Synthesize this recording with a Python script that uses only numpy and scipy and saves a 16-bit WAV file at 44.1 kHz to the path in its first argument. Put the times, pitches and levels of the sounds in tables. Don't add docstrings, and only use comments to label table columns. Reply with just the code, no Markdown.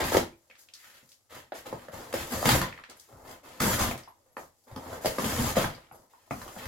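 import sys
import numpy as np
from scipy import signal
from scipy.fft import rfft, irfft
from scipy.io import wavfile
from scipy.ndimage import uniform_filter1d

SR = 44100
rng = np.random.default_rng(int(sys.argv[2]) if len(sys.argv) > 2 else 0)


def persist_wave(psi):
    counts = np.round(np.clip(psi, -1, 1) * 32767).astype(np.int16)
    wavfile.write(sys.argv[1], SR, np.atleast_2d(counts).T)


N = 294147
RING = 2 ** 14
FREQS = np.maximum(np.arange(RING // 2 + 1) * SR / RING, 1)
CONTROL_RATE_HZ = 1000


def from_db(db):
    return 10 ** (np.asarray(db) / 20)


def unit(x):
    return x / np.sqrt(np.mean(np.sum(x ** 2, axis=-1)) + 1e-20)


def at_hz(points, hz):
    f, value = np.transpose(points)
    return np.interp(np.log(hz), np.log(f), value)


def drift(rate_hz):
    pole = np.exp(-2 * np.pi * rate_hz / SR)
    slow = signal.lfilter([1], [1, -2 * pole, pole * pole], rng.standard_normal(N + SR))[SR:]
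    return slow / slow.std()


def response(colour):
    cepstrum = irfft(np.log(colour / colour.max() + 1e-5))
    cepstrum[1:RING // 2] *= 2
    cepstrum[RING // 2 + 1:] = 0
    return unit(irfft(np.exp(rfft(cepstrum))))


def through(x, ring):
    return signal.fftconvolve(x, ring, axes=-1)[..., :x.shape[-1]]


def band(low_hz, high_hz, order=4):
    return ((1 + (low_hz / FREQS) ** (2 * order)) * (1 + (FREQS / high_hz) ** (2 * order))) ** -.5


def peak(hz, width_hz):
    return (1 + ((FREQS ** 2 - hz ** 2) / (FREQS * width_hz)) ** 2) ** -.5


def add(track, s, sound):
    start = max(round(s * SR), 0)
    track[start:start + len(sound)] += sound[:max(N - start, 0)]


def snaps(per_s, spread_db):
    sizes = from_db(spread_db * np.minimum(rng.exponential(1, N), 4))
    clicks = (rng.random(N) < per_s / SR) * sizes * rng.choice([-1, 1], N)
    return unit(clicks / np.sqrt(per_s)) * np.sqrt(N)


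def steady(x, span_s):
    power = uniform_filter1d(x ** 2, max(int(span_s * SR), 1))
    return x / np.sqrt(np.abs(power) + 1e-4)


def splinter(decay_s, share):
    t = np.arange(RING) / SR
    spray = share * unit(rng.standard_normal(RING) * rng.exponential(1, RING) * np.exp(-t / decay_s))
    spray[0] += 1
    return spray


def hit(db, push, colour):
    return from_db(db) * np.sqrt(SR / 100) * unit(through(push, response(colour)))


def box_colour():
    # (frequency [Hz], level [dB])
    board = [(30, -13.5), (45, 16), (160, -2.5), (300, 2.5), (550, -8.5), (1000, 3), (2050, 1.5),
             (2500, -4), (3100, -1.5), (5000, -7.5), (5900, -12.5), (7100, -12), (8700, -20.5),
             (11800, -14.5), (15500, -16)]
    # (frequency [Hz], width [Hz], lift [dB])
    box_modes = [(60, 11, -1), (99, 90, 17), (169, 8.2, -5), (240.4, 13, 17.5), (337, 5.9, 11.5),
                 (419.2, 5.7, 12), (512, 130, 7), (575, 120, 12.5), (804.5, 11, 10.5), (840, 33, 2),
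                 (924, 90, 7), (1271, 79, 3.5), (1680, 34, -19), (1683, 230, 1), (2062, 60, 2)]
    lift = sum((from_db(db) - 1) * peak(hz, width) ** 2 for hz, width, db in box_modes)
    return from_db(at_hz(board, FREQS)) * np.abs(1 + lift)


def strokes(rows, attack_s, walls_db):
    # (walls [dB/s], panels [dB/s], fibres [dB/s], hiss [dB/s])
    settle_rates = [190, 230, 230, 280]
    clock, power = np.arange(0, N / SR, 1 / CONTROL_RATE_HZ), 0
    attacks_s = attack_s + np.array([[0.034], [0], [0], [0]])
    for s, length, db, swell_db, panels_db, hiss_db in rows:
        t = clock - s
        progress = np.clip(t / length, 0, 1)
        grip = np.clip(t / attacks_s, 0, 1) * from_db(db + swell_db * (progress - .5))
        parts_db = np.array([[panels_db + walls_db], [panels_db], [0], [hiss_db]])
        settle_db = np.outer(settle_rates, np.maximum(t - length, 0))
        power = power + (grip * from_db(parts_db - settle_db)) ** 2
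    return power


def effort():
    # (time [s], length [s], fibre level [dB],
    # swell from start to end [dB], panels over fibres [dB], hiss over fibres [dB])
    rips = [(0, 0.0098, -26.5, -16, 5, -4.5), (.04, 0.055, -36.5, -2, -3.5, -0.5),
            (.112, 0.05, -34, -1.5, 2, 1), (2.135, 0.078, -40, -3.5, -2.5, -0.5),
            (2.315, 0.031, -39, -9, 3.5, 2), (2.45, 0.068, -28.5, 1.5, -4.5, -2),
            (2.6, 0.019, -36, 2.5, 0, -8), (3.598, 0.15, -33.5, -3.5, 1.5, 3.5),
            (3.782, 0.063, -33.5, 0.5, 2.5, 3), (5.047, 0.023, -37.5, -3, -15, 1),
            (5.18, 0.31, -39, 4.5, 1.5, 3), (5.553, 0.074, -33, -3.5, 1, -1.5)]
    rootings = [(.25, 0.8, -81.5, 2, 5.5, 7.5), (.57, 0.045, -67, -1.5, -12, 11.5),
                (.73, 0.11, -58.5, 1, -23, 1.5), (.82, .16, -58, -2.5, -11, -2),
                (1.02, 0.097, -75, 9, -6.5, 9.5), (1.29, 0.083, -52.5, 6, -0.5, -1.5),
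                (1.53, 0.045, -49.5, 3, -2, 1), (1.645, 0.018, -47.5, 2.5, 5, -1.5),
                (1.7, 0.15, -57.5, -2, 2.5, -1.5), (1.91, 0.19, -53, -3, 5.5, 1),
                (2.22, 0.34, -44.5, 17, 4, 5), (2.66, 0.14, -59, -5, 0, -6.5),
                (2.885, 0.024, -48.5, -13.5, 0, -13), (2.95, 0.14, -67.5, -6.5, -6, 5),
                (3.075, 0.19, -71.5, 5.5, 16, 7), (3.23, 0.082, -57.5, 14, 4.5, 1.5),
                (3.425, 0.23, -57.5, -4.5, 2.5, -1), (3.87, 0.21, -53.5, -24, -1, -7),
                (4.14, .18, -86.5, 3.5, 15, 6.5), (4.36, 0.073, -64.5, -3, 11.5, 8.5),
                (4.52, .13, -91, 11, 5, 17), (4.66, 0.29, -59, 17, 10, 1.5), (5, 0.28, -50.5, 0.5, 4, 3.5),
                (5.68, 0.22, -59, -19.5, -0.5, -7.5), (5.91, .11, -73.5, -7, 15.5, 9.5),
                (6.09, 0.47, -71, 1.5, 1, 3), (6.3, 0.38, -56.5, -1.5, 4, 4.5),
                (6.57, 0.21, -51, -5.5, -0.5, -8)]
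    # (walls [dB], panels [dB], fibres [dB], hiss [dB])
    stir_db = [-91.5, -80, -85.5, -75.5]
    hauling = strokes(rips, attack_s=0.0077, walls_db=0)
    rooting = strokes(rootings, attack_s=0.017, walls_db=-6)
    levels_db = 10 * np.log10(hauling + rooting + from_db(stir_db)[:, None] ** 2)
    steps = np.arange(N) / SR * CONTROL_RATE_HZ
    return [np.interp(steps, np.arange(len(db)), db) for db in levels_db]


def crinkle(clicks, colour, width_share):
    pitches = np.geomspace(1400, 5500, 6)
    scrap, out = rng.integers(0, len(pitches), N), 0
    for k, hz in enumerate(pitches):
        tint = colour * peak(hz, width_share * hz)
        out = out + through(clicks * (scrap == k), response(tint) * np.linalg.norm(tint))
    return unit(out) * np.sqrt(N)


def tearing(box):
    wall_db, panel_db, fibre_db, hiss_db = effort()
    pull = from_db(.42 * (fibre_db - fibre_db.max()))
    slips = snaps(per_s=900 * np.sqrt(pull), spread_db=2.0)
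    fibres = snaps(per_s=3000 * pull, spread_db=2.5)
    rubbing = snaps(per_s=15000, spread_db=4.0)
    flex = steady(through(slips, response(box * band(85, 330, order=3))), span_s=0.12)
    heave = steady(through(rubbing, response(peak(55, 28) * band(30, 91))), span_s=0.12)
    walls = flex * from_db(wall_db) + heave * from_db(1.313 * wall_db)
    hollow = response(box * band(260, 1600) * peak(557, 380))
    nuzzle = steady(through(rubbing + slips, hollow), span_s=0.057)
    wrench = steady(through(slips + fibres, response(box * band(260, 1700))), span_s=0.018)
    panels = (np.sqrt(1 - pull) * nuzzle + np.sqrt(pull) * wrench) * from_db(panel_db)
    rip = steady(crinkle(fibres + .5 * slips, box * band(1500, 6600), width_share=0.66), span_s=0.041)
    hiss = steady(through(fibres + rubbing, response(box * band(6300, 13000))), span_s=0.024)
    paper = rip * from_db(fibre_db) + hiss * from_db(hiss_db)
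    catching = from_db(1.4 * drift(rate_hz=50))
    return (walls + panels + paper) * catching


def creasing(box):
    _, panel_db, fibre_db, _ = effort()
    creases = through(snaps(per_s=24, spread_db=4.0), response(box * band(350, 1000)))
    strands = through(snaps(per_s=70, spread_db=2.5), response(box * band(1500, 6500)))
    return creases * from_db(panel_db - 7.5) + strands * from_db(fibre_db - 9.5)


def buckling(box):
    # (time [s], thump level [dB], thump pitch [Hz], panel level [dB], panel pitch [Hz], crack level [dB])
    buckles = [(0.04, -33.5, 202, -41, 785, -33), (0.121, -49, 270, -27, 452, -44),
               (0.148, -38, 285, -15.5, 380, -44), (0.169, -38.5, 281, -19.5, 450, -24.5),
               (0.499, -71, 250, -57.5, 517, -64), (1.028, -59, 230, -73.5, 515, -74),
               (1.521, -94, 250, -31, 626, -55), (1.727, -41, 132, -30, 490, -59),
               (1.884, -49, 230, -41, 587, -54), (1.934, -41, 200, -42.5, 537, -58),
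               (2.127, -45, 201, -38, 870, -36), (2.139, -60, 226, -25, 557, -31),
               (2.428, -47, 180, -26, 657, -52), (2.456, -20, 190, -23.5, 640, -27),
               (2.49, -38.5, 188, -19, 870, -21), (2.517, -19.5, 147, -31, 686, -34),
               (2.548, -25, 145, -27.5, 540, -46), (2.616, -41, 160, -24.5, 920, -31),
               (3.126, -44.5, 119, -55, 620, -62), (3.603, -25.5, 194, -44, 1170, -26.5),
               (3.796, -55, 150, -29, 925, -40), (3.867, -27.5, 116, -48, 633, -52.5),
               (3.911, -37.5, 131, -33, 654, -33.5), (4.368, -59, 261, -33.5, 616, -48.5),
               (4.381, -56.5, 149, -39.5, 660, -59), (4.714, -40, 102, -47.5, 680, -56),
               (4.762, -36.5, 243, -39, 451, -45.5), (5.047, -37, 138, -24, 590, -37.5),
               (5.058, -31, 130, -20, 550, -26), (5.184, -37, 200, -25, 574, -36),
               (5.244, -33, 117, -38, 480, -30.5), (5.389, -20.5, 111, -43, 600, -56),
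               (5.569, -21.5, 154, -17, 574, -35.5), (5.643, -29.5, 190, -25, 796, -44),
               (5.913, -53, 140, -45.5, 760, -77), (6.309, -27, 247, -29, 680, -44),
               (6.416, -43, 50, -41.5, 1160, -45), (6.479, -48, 111.4, -42, 1190, -50),
               (6.563, -43, 178, -42, 730, -66), (6.656, -34.5, 99, -55.5, 497, -40)]
    out = np.zeros(N)
    coupling = np.sqrt(box)
    for s, thump_db, thump_hz, panel_db, panel_hz, crack_db in buckles:
        body = coupling * band(57, 240) * peak(thump_hz, .5 * thump_hz)
        modes = peak(panel_hz, 0.23 * panel_hz) + 0.2 * peak(1.9 * panel_hz, 0.45 * panel_hz)
        thump = hit(thump_db, splinter(decay_s=0.031, share=0.22), body)
        panel = hit(panel_db, splinter(decay_s=0.0011, share=0.76), coupling * band(210, 2300) * modes)
        crack = hit(crack_db, splinter(decay_s=0.0013, share=1.4), box * band(1000, 6200))
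        spray = hit(crack_db - 3.5, splinter(decay_s=0.0015, share=0.51), box * band(5500, 15000))
        add(out, s, thump + panel + crack + spray)
    return out


def ticking():
    # (time [s], level [dB], pitch [Hz], width [Hz])
    ticks = [(0.328, -61, 2360, 60), (0.501, -54.5, 2420, 606), (.511, -50, 2160, 405),
             (.554, -55, 1890, 2400), (0.687, -54, 2830, 1230), (0.737, -42.5, 4900, 1980),
             (0.841, -55, 1490, 300), (1.091, -56, 5880, 3000), (1.118, -52, 4500, 3920),
             (1.521, -37, 1430, 500), (2.726, -41.5, 1990, 500), (2.777, -45, 2020, 298),
             (2.788, -46.5, 1180, 250), (2.838, -43.5, 1670, 1270), (2.898, -45.5, 4870, 4780),
             (2.998, -48.5, 5940, 4030), (3.601, -44, 9300, 9000), (3.977, -45.5, 6550, 6000),
             (4.035, -54, 5120, 610), (4.076, -44.5, 946, 89), (4.368, -60, 1370, 593),
             (5.749, -50, 4550, 800), (5.913, -69, 1630, 400), (6.136, -50.5, 960, 70),
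             (6.31, -33, 1160, 346)]
    out = np.zeros(N)
    for s, db, hz, width_hz in ticks:
        colour = peak(hz, width_hz) * band(hz / 2, 2 * hz + width_hz, order=2)
        add(out, s, hit(db, splinter(decay_s=0.0069, share=0.071), colour))
    return out


def collar_tag():
    # (time [s], level [dB])
    chinks = [(.875, -60), (1.58, -52), (2.972, -54), (3.005, -59), (4.035, -66), (4.083, -56), (4.32, -62),
              (4.345, -64), (4.37, -57), (5.922, -51), (5.948, -58)]
    # (frequency [Hz], level [dB], t60 [s])
    tag_modes = [(7176, -18, .04), (11300, -3, .05), (11430, 0, .05)]
    out, t = np.zeros(N), np.arange(RING) / SR
    for s, db in chinks:
        for hz, mode_db, t60 in tag_modes:
            envelope = from_db(db + mode_db + rng.normal(0, 2) - 60 * t / t60)
            add(out, s, envelope * np.sin(2 * np.pi * hz * t))
    return out


def dragging(wobble, roughness):
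    # (time [s], length [s], level [dB], start pitch [Hz], end pitch [Hz])
    drags = [(2.315, 0.065, -43, 224, 210), (2.445, 0.048, -25, 239.7, 221),
             (2.54, 0.1, -37.5, 163.3, 186.4), (3.603, 0.095, -31.5, 242, 198),
             (3.79, 0.091, -33, 194.2, 237), (5.195, 0.084, -33.5, 202.4, 226.7),
             (5.328, 0.14, -33, 235, 237)]
    out, stray, grip = np.zeros(N), drift(rate_hz=60), drift(rate_hz=35)
    for s, length, db, start_hz, end_hz in drags:
        count = int(length * SR)
        here = int(s * SR) + np.arange(count)
        hz = np.linspace(start_hz, end_hz, count) * (1 + wobble * stray[here])
        phase = 2 * np.pi * np.cumsum(hz) / SR
        groan = (np.sin(phase) + 0.38 * np.sin(2 * phase)) * (1 + roughness * grip[here])
        add(out, s, from_db(db) * np.sqrt(2) * groan * signal.windows.tukey(count, .5))
    return out


def reflections(t60_scale, delay_s):
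    # (frequency [Hz], t60 [s])
    room_t60 = [(60, .36), (250, .31), (1000, .31), (4000, .31), (8000, .27), (15000, .21)]
    # (frequency [Hz], correlation [-1..1])
    likeness = [(60, 1), (150, 0.98), (330, 0.79), (700, 0.19), (1400, -0.063), (3000, -0.038),
                (8000, 0.047)]
    t = np.maximum(np.arange(RING) / SR - delay_s, 0)
    centres, out = np.geomspace(40, 16000, 18), 0
    for hz, row in zip(centres, np.eye(len(centres))):
        share = np.sqrt(np.interp(np.log(FREQS), np.log(centres), row))
        decay = (t > 0) * from_db(-60 * t / (t60_scale * at_hz(room_t60, hz)))
        mid, side = irfft(rfft(rng.standard_normal((2, RING))) * share) * decay
        alike = np.clip(at_hz(likeness, hz), -1, 1)
        pair = np.sqrt(1 + alike) * unit(mid) + np.sqrt(1 - alike) * unit(side) * [[1], [-1]]
        out = out + pair * np.linalg.norm(share)
    return unit(out)


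def room(x, near_db, far_db, move_rate_hz, spots):
    activity = np.exp(2 * np.array([drift(move_rate_hz) for _ in range(spots)]))
    shares = activity / activity.sum(axis=0)
    spread = np.linalg.norm(shares, axis=0)
    direct, echoes = np.zeros((2, N)), 0
    for spot, share in enumerate(shares):
        near = from_db(near_db) * reflections(t60_scale=0.15, delay_s=0.00071)
        far = from_db(far_db) * reflections(t60_scale=0.74, delay_s=.009)
        echoes = echoes + through((x * share / spread)[None], near + far)
        add(direct[0], spot / 2 / SR, x * share)
        add(direct[1], (spots - 1 - spot) / 2 / SR, x * share)
    return (direct + echoes) / np.sqrt(1 + from_db(near_db) ** 2 + from_db(far_db) ** 2)


def room_tone(db):
    # (frequency [Hz], relative level [dB])
    spectrum = [(30, -5), (100, 15), (300, -25), (1000, -8), (3000, -9.5), (8000, -4), (15000, -19.5)]
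    ring = response(from_db(at_hz(spectrum, FREQS)))
    return from_db(db) * through(rng.standard_normal((2, N)), ring[None])


def microphones(x):
    # (frequency [Hz], left minus right [dB])
    balance = [(60, 0.5), (200, 1), (380, 0), (700, 2.5), (1290, -2), (2400, 2), (4400, -0.5), (8100, 3.5),
               (15000, 5.5)]
    tilts = [from_db(side * at_hz(balance, FREQS) / 2) for side in (1, -1)]
    ports = np.array([response(tilt) * np.sqrt(np.mean(tilt ** 2)) for tilt in tilts])
    return through(x, ports)


def scene():
    box = box_colour()
    cardboard = tearing(box) + creasing(box) + dragging(wobble=0.044, roughness=0.38) + buckling(box)
    sources = cardboard + ticking() + collar_tag()
    heard = room(sources, near_db=1.0, far_db=0.96, move_rate_hz=30, spots=9)
    return microphones(heard + room_tone(db=-76))


def record(dry):
    cutoff_hz = 15950
    return signal.sosfilt(signal.ellip(12, .1, 80, cutoff_hz, fs=SR, output="sos"), dry)


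dry = scene()
out = record(dry)
persist_wave(out)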